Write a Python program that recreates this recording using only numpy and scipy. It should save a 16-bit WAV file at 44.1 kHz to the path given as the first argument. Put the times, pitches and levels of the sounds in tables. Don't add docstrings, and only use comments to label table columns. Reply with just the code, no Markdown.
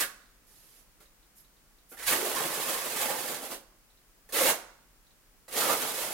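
import sys
import numpy as np
from scipy import signal
from scipy.fft import rfft, irfft, next_fast_len
from scipy.io import wavfile
from scipy.ndimage import map_coordinates

SR = 44100
rng = np.random.default_rng(int(sys.argv[2]) if len(sys.argv) > 2 else 0)


def to_wav(s):
    ch = np.atleast_2d(s).T
    pcm = np.round(np.clip(ch, -1, 1) * 32767)
    wavfile.write(sys.argv[1], SR, pcm.astype(np.int16))


N = 270333

# start in seconds, length in seconds, crushed sand in dB,
# drag on the floor in dB, blade rasp in dB, easing off in dB per second.
STROKES = [(-.04, 0.051, -21, -32.5, -25.5, 2), (1.963, 0.072, -37.5, -48.5, -42, 24),
           (2.06, 1.307, -32, -36, -47, 2.5), (3.386, 0.072, -37.5, -38.5, -66, 7),
           (3.48, 0.052, -33.5, -34, -67, 0), (4.321, 0.18, -23.5, -28.5, -34.5, 0.5),
           (5.504, 1, -32.5, -37, -52.5, 4)]
# middle in seconds, spread in seconds,
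# extra sand in dB, extra drag in dB.
HEAPS = [(2.069, 0.022, 14.5, 2.5), (2.126, 0.029, 7, 10), (2.39, 0.022, 4, 5), (2.694, 0.015, 5, 2),
         (2.75, 0.0096, 4.5, 5.5), (3.012, 0.03, 7.5, 5.5), (3.106, 0.01, 4, 5.5), (5.6, 0.041, 7.5, 8),
         (5.702, 0.027, 8, 12), (5.824, 0.018, 3.5, 8.5), (6, 0.039, 2, 1)]
# start in seconds, length in seconds,
# level in dB, brightness in dB per octave.
SKIMS = [(.45, 0.35, -59.5, -1), (1.349, 0.035, -52.5, 3.5), (1.885, 0.042, -47.5, 6)]
# time in seconds, tick in dB, knock in dB.
TOUCHES = [(1.002, -54, -58), (1.916, -75, -46.5), (1.99, -54, -52), (2.442, -43, -35),
           (4.289, -47.5, -51.5), (4.323, -31.5, -51), (4.492, -32, -34), (5.48, -44, -48),
           (5.527, -41, -48)]
# middle in seconds,
# spread in seconds, pitch in Hz, level in dB over the drag.
CHATTER = [(2.236, .043, 396, -2), (2.56, 0.23, 1030, -6.5), (3.1, 0.076, 830, -3), (4.414, 0.048, 530, -4),
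           (4.493, 0.024, 860, -2), (5.648, 0.075, 1250, -3.5)]

# frequency in Hz, relative level in dB per Hz.
SAND_SPECTRUM = [(150, -19.5), (600, -4.5), (1500, -2), (2800, -1), (4000, -1), (5500, -3), (8000, -1.5),
                 (10500, 0), (14500, -1.5), (16000, -6.5)]
# frequency in Hz, relative level in dB per Hz.
BOARD_SPECTRUM = [(40, -47.5), (100, -36), (145, -6), (200, -14), (300, -3.5), (500, 1.5), (850, -7),
                  (1300, -11), (2200, -27.5), (5000, -44)]
# frequency in Hz, relative level in dB per Hz.
WET_SPECTRUM = [(300, -16), (2500, -14), (5500, -8.5), (8000, -9.5), (12000, -2.5), (14000, -10),
                (16000, -26)]
# frequency in Hz, relative level in dB per Hz.
AIR_SPECTRUM = [(12, -19), (20, -1), (44, 2.5), (65, -12), (285, -14), (642, -20), (1030, -19),
                (1570, -19.5), (3950, -25), (4300, -23.5), (16000, -24.5)]

# frequency in Hz, width in Hz, relative level in dB.
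FLOOR_MODES = [(153.5, 17.5, 1.5), (282, 21, 0), (354, 38, 0), (380, 71, -14.5), (535, 84, 3),
               (730, 57, 2.5), (800, 72, -13)]
# frequency in Hz, width in Hz, relative level in dB.
BLADE_MODES = [(1150, 140, -2.5), (1333, 290, 2.5), (1716, 69, -25), (2000, 210, -9.5)]
# frequency in Hz, width in Hz for one pass, level in dB.
RASP_MODE = [(1624, 1180, 0)]

# frequency in Hz, seconds to fall by 60 dB.
STALL_FADE = [(120, 0.61), (400, 0.53), (800, 0.57), (1400, 0.66), (3000, 0.52), (6000, 0.56),
              (12000, 0.35)]
# frequency in Hz, level in dB against the early burst.
LATE_TAIL = [(150, -10.5), (500, -14.5), (1000, -11), (1700, -15), (3000, -15), (10000, -15.5)]
# frequency in Hz, correlation from -1 to 1.
LIKENESS = [(30, 0.94), (60, 0.24), (130, 0.68), (300, 0.66), (600, 0.75), (1000, 0.44), (2000, 0.17),
            (4000, -0.13), (12000, -0.032)]
# frequency in Hz, left minus right in dB.
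SIDE_BALANCE = [(130, -1.5), (250, -1), (500, -3.5), (1000, -3.5), (4000, -5.5), (8000, -5.5),
                (10500, -5.5), (13000, -2), (16000, 2)]

BITE_S, SINK_S, RELEASE_S = 0.027, 0.042, 0.014
SKIM_ATTACK_S, SKIM_RELEASE_S = 0.02, 0.021
RASP_GROWS = 1.46
CHATTER_Q = 5
TOP_HZ = 16000


def amp(db):
    return 10 ** (np.asarray(db) / 20)


def unit(x):
    return x / np.sqrt(np.mean(x ** 2) + 1e-20)


def along(points, hz):
    f, value = np.transpose(points)
    return np.interp(np.log(hz + 1), np.log(f + 1), value)


def wobble(rate):
    knots = rng.standard_normal(int(N * rate / SR) + 4)
    return map_coordinates(knots, [np.arange(N) * rate / SR])


def filtered(x, response):
    size = next_fast_len(N + SR // 2)
    hz = np.fft.rfftfreq(size, 1 / SR)
    return irfft(rfft(x, size) * response(hz), size)[..., :N]


def coloured(x, spectrum, size=2048):
    level = amp(along(spectrum, np.fft.rfftfreq(size, 1 / SR)))
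    cepstrum = irfft(np.log(level))
    cepstrum[1:size // 2] *= 2
    cepstrum[size // 2 + 1:] = 0
    impulse = irfft(np.exp(rfft(cepstrum)))
    return signal.fftconvolve(x, impulse)[:N]


def ringing(x, modes):
    def response(f):
        return sum(amp(db) * 1j * f * width / (hz * hz - f * f + 1j * f * width)
                   for hz, width, db in modes)
    return filtered(x, response)


def grains(rate, spread_db):
    struck = rng.random(N) < rate / SR
    size = amp(spread_db * np.clip(rng.standard_normal(N), -2, 2))
    return unit(struck * size * rng.choice([-1, 1], N))


def two_ports(pair):
    def shares(hz):
        turn = np.arccos(np.clip(along(LIKENESS, hz), -1, 1)) / 2
        return np.array([np.cos(turn), np.sin(turn)])
    mid, side = filtered(pair, shares)
    return np.array([mid + side, mid - side])


def contact(start, length, attack, release):
    t = np.arange(N) / SR - start
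    rise = 1 - np.exp(-np.maximum(t, 0) / attack)
    fall = np.exp(-np.maximum(t - length, 0) / release)
    return rise * fall


def swell(middle, spread):
    return np.exp(-.5 * ((np.arange(N) / SR - middle) / spread) ** 2)


def pressure(waver_db=0.09, waver_rate=16):
    t = np.arange(N) / SR
    gains = np.zeros((3, N))
    for start, length, sand_db, drag_db, rasp_db, easing in STROKES:
        bite = contact(start, length, BITE_S, RELEASE_S)
        sink = contact(start, length, SINK_S, RELEASE_S)
        eased = amp(-easing * np.clip(t - start, 0, length))
        gains += eased * np.array([amp(sand_db) * bite, amp(drag_db) * sink, amp(rasp_db) * sink])
    more_sand, more_drag = np.zeros(N), np.zeros(N)
    for middle, spread, sand_db, drag_db in HEAPS:
        heap = swell(middle, spread)
        more_sand += sand_db * heap
        more_drag += drag_db * heap
    more_rasp = RASP_GROWS * (more_sand + more_drag) / 2
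    waver = waver_db * wobble(waver_rate)
    return gains * amp(np.array([more_sand, more_drag, more_rasp]) + waver)


def subfloor(force, modes_db=-4, lowest_hz=135):
    modes = filtered(ringing(force, FLOOR_MODES), lambda f: 1 / np.sqrt(1 + (lowest_hz / (f + 1)) ** 10))
    return unit(unit(coloured(force, BOARD_SPECTRUM)) + amp(modes_db) * unit(modes))


def scraping(sand_db=-1, drum_db=-3.0, blade_db=-16, judder_db=1.4):
    crush, drag, flex = pressure()
    judder = amp(judder_db * np.clip(wobble(130), -2, 2))
    sand = crush * unit(coloured(grains(rate=6500, spread_db=8.0), SAND_SPECTRUM))
    drum = drag * subfloor(grains(rate=500, spread_db=3.0))
    slips = grains(rate=1500, spread_db=2)
    blade = drag * unit(ringing(slips, BLADE_MODES))
    rasp = flex * unit(ringing(ringing(slips, RASP_MODE), RASP_MODE))
    layers = amp(sand_db) * sand + amp(drum_db) * drum + amp(blade_db) * blade + rasp
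    return judder * layers + drag * chatter()


def stall(x, direct_db=-7, walls_db=-1, early_t60=0.18, size=1024, count=8):
    hz, t, noise = signal.stft(rng.standard_normal((count, 2, SR // 2)), SR, nperseg=256)
    early = amp(-60 * t / early_t60)
    late = amp(along(LATE_TAIL, hz)[:, None] - 60 * t / along(STALL_FADE, hz)[:, None])
    decay = np.hypot(early, late)
    decay = decay / np.linalg.norm(decay, axis=1, keepdims=True)
    tails = signal.istft(noise * decay, SR, nperseg=256)[1]
    walls = np.zeros((2, N))
    for spot, tail in enumerate(tails):
        turn = (np.arange(N) / (size / 2) - spot) % count
        piece = x * np.sin(np.pi / 2 * turn) * (turn < 2)
        echo = tail / np.linalg.norm(tail[0])
        walls += signal.fftconvolve(piece[None], echo, axes=1)[:, :N]
    return amp(direct_db) * x + amp(walls_db) * two_ports(walls)


def room_air(level_db=-62.0):
    air = filtered(rng.standard_normal((2, N)), lambda hz: amp(along(AIR_SPECTRUM, hz)))
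    return amp(level_db) * unit(two_ports(air))


def wet_ticks(level_db=-81, hz=3900, width_hz=400):
    pops = grains(rate=4, spread_db=0)
    return amp(level_db) * unit(ringing(pops, [(hz, width_hz, 0)]))


def skimming():
    out = np.zeros(N)
    for start, length, db, brightness in SKIMS:
        spectrum = [(hz, level + brightness * np.log2(hz / 1000)) for hz, level in WET_SPECTRUM]
        hiss = unit(coloured(rng.standard_normal(N), spectrum))
        out += amp(db) * contact(start, length, SKIM_ATTACK_S, SKIM_RELEASE_S) * hiss
    return out


def touches(tick_t60=0.19, knock_t60=0.15, blade_db=-2, rise=0.00071):
    t = np.arange(N) / SR
    cushion = 1 - np.exp(-t / rise)
    tick, knock = np.zeros(N), np.zeros(N)
    for s, tick_db, knock_db in TOUCHES:
        start = round(s * SR)
        tick[start:] += (cushion * amp(tick_db - 60 * t / tick_t60))[:N - start]
        knock[start:] += (cushion ** 2 * amp(knock_db - 60 * t / knock_t60))[:N - start]
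    force = rng.standard_normal(N)
    body = subfloor(force) + amp(blade_db) * unit(ringing(force, BLADE_MODES))
    return tick * unit(coloured(force, SAND_SPECTRUM)) + knock * body


def lean_on_floor(middle=2.095, spread=0.043, hz=48, db=-55):
    tone = np.sin(2 * np.pi * hz * (np.arange(N) / SR - middle))
    return amp(db) * swell(middle, spread) * tone


def chatter():
    out = np.zeros(N)
    slips = grains(rate=1500, spread_db=2)
    for middle, spread, hz, db in CHATTER:
        mode = [(hz, hz / CHATTER_Q, 0)]
        tone = unit(ringing(ringing(slips, mode), mode))
        out += amp(db) * swell(middle, spread) * tone
    return out


def scene():
    work = stall(scraping() + skimming() + touches() + wet_ticks())
    sides = np.array([[1], [-1]])
    placed = filtered(work, lambda hz: amp(sides * along(SIDE_BALANCE, hz) / 2))
    return placed + lean_on_floor() + room_air()


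def record(dry):
    return filtered(dry, lambda hz: hz < TOP_HZ)


dry = scene()
out = record(dry)
to_wav(out)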